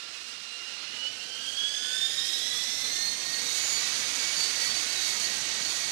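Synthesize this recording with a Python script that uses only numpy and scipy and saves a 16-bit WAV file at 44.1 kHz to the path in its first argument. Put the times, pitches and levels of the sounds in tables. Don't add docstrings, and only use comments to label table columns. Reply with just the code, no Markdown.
import sys
import numpy as np
from scipy import signal
from scipy.fft import rfft, irfft, next_fast_len
from scipy.io import wavfile
from scipy.ndimage import uniform_filter1d, map_coordinates

SR = 44100
rng = np.random.default_rng(int(sys.argv[2]) if len(sys.argv) > 2 else 0)


def generate_wav(sig):
    pcm = np.round(np.clip(np.atleast_2d(sig).T, -1, 1) * 32767).astype(np.int16)
    wavfile.write(sys.argv[1], SR, pcm)


N = 260631
TIME = np.arange(N) / SR

# [s, turns per second]
SHAFT_SPEED = [(0.0, 99.7), (0.55, 100.3), (0.8, 101.2), (1.1, 106.2), (1.3, 110.3), (1.5, 115.5),
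               (2.0, 127.7), (2.5, 140.2), (3.0, 151.2), (3.2, 154.8), (3.6, 159.6), (3.8, 160.7),
               (4.1, 160.8), (4.4, 161.5), (4.7, 160.6), (5.2, 159.2), (5.91, 159.2)]
# idle, low, high, full [Hz]
POWER_SHAFT_HZ = [100, 122, 143, 160]
# [-, 1/turn, dB x5]
LEADING_TONES = [("top", 42, -6.5, -49, -44.5, -39, -41), ("upper", 38, -4, -54.5, -42, -41.5, -45),
                 ("main", 28, -8.5, -44.5, -33, -37, -37), ("under", 24, -6, -60, -56, -36.5, -46),
                 ("middle", 14, -6.5, -58.5, -46.5, -43, -46),
                 ("bottom", 12, -12, -69, -51.5, -52.5, -45.5)]
# [s, s, -, dB]
TONE_FLARES = [(0.17, .18, "main", -5), (0.57, .15, "main", 4.5), (1.05, .18, "main", 7),
               (1.18, .06, "main", -10), (1.47, .1, "main", 3), (1.65, .09, "main", 4.5),
               (1.96, .2, "bottom", 10), (2.03, .09, "main", 10), (2.13, .05, "main", -6),
               (2.2, .07, "main", 6), (2.28, .12, "upper", 9), (2.35, .25, "under", 7),
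               (2.39, .1, "main", 4), (2.69, .05, "main", -12), (2.75, .12, "upper", 7),
               (2.99, .12, "top", 8), (3.0, .2, "bottom", 7), (3.07, .13, "main", 9),
               (3.33, .18, "bottom", 5), (3.36, .08, "main", 4), (3.55, .28, "under", 8),
               (3.68, .2, "top", 9), (3.72, .14, "middle", 8), (3.77, .14, "main", 6),
               (4.08, .15, "main", -9), (4.28, .16, "middle", 10), (4.4, .1, "top", 8),
               (4.43, .11, "main", 7), (4.64, .14, "bottom", 11), (4.67, .12, "main", 9),
               (5.0, .12, "under", 10), (5.03, .14, "main", 3), (5.2, .2, "top", 5), (5.24, .08, "main", 7),
               (5.3, .18, "bottom", 5), (5.53, .14, "main", -12), (5.65, .08, "main", 7)]
# [1/turn, dB x4]
WEAK_TONES = [(13.61, -57, -47, -47.5, -48), (25.54, -51.5, -36, -39, -51), (29.95, -52, -64, -45, -43.5),
              (36.26, -51, -54, -38, -43.5), (40.2, -47.5, -63, -62, -52), (39.86, -63, -45, -47, -44.5),
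              (48, -54, -57, -58, -48), (50.3, -75, -49, -57, -49), (52.1, -60, -39, -52, -49.5),
              (56.4, -54, -52, -47.5, -49.5), (66, -84, -46.5, -51, -65), (69.7, -66, -51, -61, -62),
              (84, -64, -75, -69, -70)]
# [1/turn, dB per Hz x3]
HISS_SPECTRA = [(3.79, -100, -100, -79.5), (8.27, -88, -81.5, -71.5), (11.9, -81, -74.5, -69),
                (19.6, -77, -73, -67), (28.3, -77.5, -63.5, -64), (32.3, -75, -70, -66),
                (41.5, -79, -67, -65.5), (45.6, -75, -71, -73), (55, -75, -72, -73), (55, -77, -74.5, -77),
                (68.7, -81, -78.5, -79.5), (71.8, -84.5, -78.5, -83.5), (82.6, -84.5, -82, -87),
                (154, -111, -113, -118)]
# idle, half, full [Hz]
HISS_SHAFT_HZ = [100, 138.4, 162.4]
# [s, s, dB]
HISS_SWELLS = [(0.25, .14, 3), (1.493, .14, 2.5), (1.998, 0.23, 3), (2.31, 0.15, 3.5), (3.19, 0.11, -4.5),
               (3.57, 0.082, 4.5), (3.723, 0.096, 4.5), (4.402, .07, 3.5), (4.65, 0.1, 3), (5.08, 0.093, 5),
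               (5.227, .05, 3), (5.54, 0.2, -4.5)]
# [s, dB]
HISS_BODY_LEVEL = [(0, .4), (0.55, -0.1), (0.85, 3), (1.2, -1.4), (1.8, -1.2), (2.25, 0.9), (3.15, -3),
                   (3.85, 1.4), (4.7, 1), (5.9, 0.3)]
# [Hz, dB per Hz]
ROAR_SHAPE = [(70, -9), (140, -2.5), (190, 0.5), (290, 3), (400, 2), (475, 5), (560, 2.5), (800, 1),
              (1120, -10), (1400, -20.5), (4000, -38), (12000, -48)]
# [Hz, dB per Hz]
RUMBLE_SHAPE = [(12, -27), (25, -28), (48, -10.5), (65, -9), (95, -1.5), (130, -8), (185, -3), (260, -11),
                (500, -45)]
# idle, low, high, full [dB]
ROAR_LEVEL_DB = (-53, -51, -48.5, -46.5)
RUMBLE_LEVEL_DB = (-65, -66, -57, -57)

FADE_DB, FADE_HZ = 1.5, 6.0
SKIRT_HZ = 120
SCATTER_PER_ORDER, SCATTER_HZ_PER_ORDER, DRIFT_PER_ORDER = .011, .9, .028
FOCUS_PURITY = .7
RAGGED_HZ, RAGGED_RANGE_HZ, RAGGED_SHARE, RAGGED_DB = 141, 5.4, .25, 4
TREBLE_DB, BODY_SHARE = -0.77, 0.038
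THROTTLE_S, THROTTLE_RISE_S = 0.66, 0.28
ROAR_SHUT_DB, RUMBLE_SHUT_DB = 3, 7
BUILD_S, BUILD_DB_PER_S = 3.75, 0.5
TOP_HZ = 15000


def undb(db):
    return 10 ** (np.asarray(db) / 20)


def curve(table):
    time_s, values = np.transpose(table)
    return np.interp(TIME, time_s, values)


def bump(centre_s, length_s):
    return .5 ** ((2 * (TIME - centre_s) / length_s) ** 2)


def noise(points, size):
    hz, db = np.transpose(points)
    length = next_fast_len(size, True)
    f = np.maximum(np.fft.rfftfreq(length, 1 / SR), 1)
    gain = undb(np.interp(np.log(f), np.log(hz), db, left=-np.inf, right=-np.inf))
    spectrum = rfft(rng.standard_normal(length)) * gain * np.sqrt(SR / 2)
    return irfft(spectrum, length)[:size]


def flutter(width_hz, order=2, size=32):
    count = N // size + 2
    f = np.fft.fftfreq(count, size / SR)
    white = rng.standard_normal(count) + 1j * rng.standard_normal(count)
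    slow = np.fft.ifft(white / np.sqrt(1 + (f / width_hz) ** (2 * order)))
    return np.interp(np.arange(N) / size, np.arange(count), slow / np.std(slow))


def walk(rate_hz):
    return np.sqrt(2) * flutter(rate_hz).real


def blade_tone(turns, order, db, scatter, scatter_hz, skirt_db, skirt_hz, drift):
    scatter = np.clip(scatter, 0, 1)
    steady = np.sqrt(1 - scatter) * np.exp(1j * drift * walk(2.8))
    scattered = np.sqrt(scatter) * flutter(scatter_hz)
    line = undb(db) * (steady + scattered)
    skirt = undb(uniform_filter1d(db, SR // 3) + skirt_db) * flutter(skirt_hz)
    carrier = np.exp(2j * np.pi * order * turns)
    return np.sqrt(2) * np.real((line + skirt) * carrier)


def leading_tones(shaft_hz, turns):
    out = np.zeros(N)
    for name, order, skirt_db, *levels_db in LEADING_TONES:
        flares_db = sum(change_db * bump(centre_s, length_s)
                        for centre_s, length_s, tone, change_db in TONE_FLARES if tone == name)
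        power_db = np.interp(shaft_hz, POWER_SHAFT_HZ, levels_db)
        db = power_db + flares_db + FADE_DB * walk(FADE_HZ)
        ragged = (name == "main") * np.exp(-((shaft_hz - RAGGED_HZ) / RAGGED_RANGE_HZ) ** 2)
        purity = undb(-FOCUS_PURITY * np.maximum(flares_db, 0))
        scatter = SCATTER_PER_ORDER * order * purity + RAGGED_SHARE * ragged
        out += blade_tone(turns, order, db, scatter, scatter_hz=SCATTER_HZ_PER_ORDER * order,
                          skirt_db=skirt_db + RAGGED_DB * ragged, skirt_hz=SKIRT_HZ,
                          drift=DRIFT_PER_ORDER * order)
    return out


def side_tones(shaft_hz, turns):
    out = np.zeros(N)
    for order, *levels_db in WEAK_TONES:
        power_db = np.interp(shaft_hz, POWER_SHAFT_HZ, levels_db)
        db = power_db + 2.1 * walk(5.2) - 2
        skirt_db = np.interp(order, [14, 50], [-9, -2])
        out += blade_tone(turns, order, db, scatter=order / 55, scatter_hz=.8 * order,
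                          skirt_db=skirt_db, skirt_hz=4 * order, drift=.9)
    return out


def intake_hiss(shaft_hz, turns):
    orders, *spectra = np.transpose(HISS_SPECTRA)
    idle_hz = POWER_SHAFT_HZ[0]
    place = turns * SR / idle_hz
    hiss = np.zeros(N)
    for db, share in zip(spectra, np.eye(len(spectra))):
        at_idle = noise(np.c_[orders * idle_hz, db], size=int(place[-1]) + 2)
        power = np.interp(shaft_hz, HISS_SHAFT_HZ, share) * shaft_hz / idle_hz
        hiss += np.sqrt(power) * map_coordinates(at_idle, [place], order=3)
    body = signal.sosfiltfilt(signal.butter(2, 6500, fs=SR, output="sos"), hiss)
    treble = hiss - body
    swell_db = sum(change_db * bump(centre_s, length_s) for centre_s, length_s, change_db in HISS_SWELLS)
    body_db = curve(HISS_BODY_LEVEL) + BODY_SHARE * swell_db
    treble_db = TREBLE_DB + swell_db
    shimmer = walk(28)
    return body * undb(body_db + 0.55 * shimmer) + treble * undb(treble_db + 0.84 * shimmer)


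def exhaust(shaft_hz):
    shut = 1 - np.clip((TIME - THROTTLE_S) / THROTTLE_RISE_S, 0, 1)
    build_db = BUILD_DB_PER_S * np.maximum(TIME - BUILD_S, 0)
    roar_db = np.interp(shaft_hz, POWER_SHAFT_HZ, ROAR_LEVEL_DB) - ROAR_SHUT_DB * shut + build_db
    rumble_db = np.interp(shaft_hz, POWER_SHAFT_HZ, RUMBLE_LEVEL_DB) - RUMBLE_SHUT_DB * shut
    roar = noise(ROAR_SHAPE, size=N)
    rumble = noise(RUMBLE_SHAPE, size=N)
    churning_roar = roar / np.std(roar) * undb(roar_db + 1.0 * walk(21))
    churning_rumble = rumble / np.std(rumble) * undb(rumble_db + 1.05 * walk(7))
    return churning_roar + churning_rumble


def stray_paths(x, stray_db, rate_hz, count=8):
    lags_s = rng.uniform(.0003, .006, count)
    stray = np.zeros(N)
    for lag_s in lags_s:
        late = np.pad(x, (int(lag_s * SR), 0))[:N]
        stray += walk(rate_hz) * late / np.sqrt(count)
    return (x + undb(stray_db) * stray) / np.hypot(1, undb(stray_db))


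def scene():
    shaft_hz = curve(SHAFT_SPEED)
    turns = np.cumsum(shaft_hz) / SR
    whine = leading_tones(shaft_hz, turns) + side_tones(shaft_hz, turns)
    rush = intake_hiss(shaft_hz, turns) + exhaust(shaft_hz)
    jet = whine + stray_paths(rush, stray_db=-11.5, rate_hz=6.6)
    return np.array([jet, jet])


def record(dry):
    wired = dry * np.array([[0], [1]])
    top_cut = signal.ellip(12, .1, 90, TOP_HZ, fs=SR, output="sos")
    return signal.sosfilt(top_cut, wired)


dry = scene()
out = record(dry)
generate_wav(out)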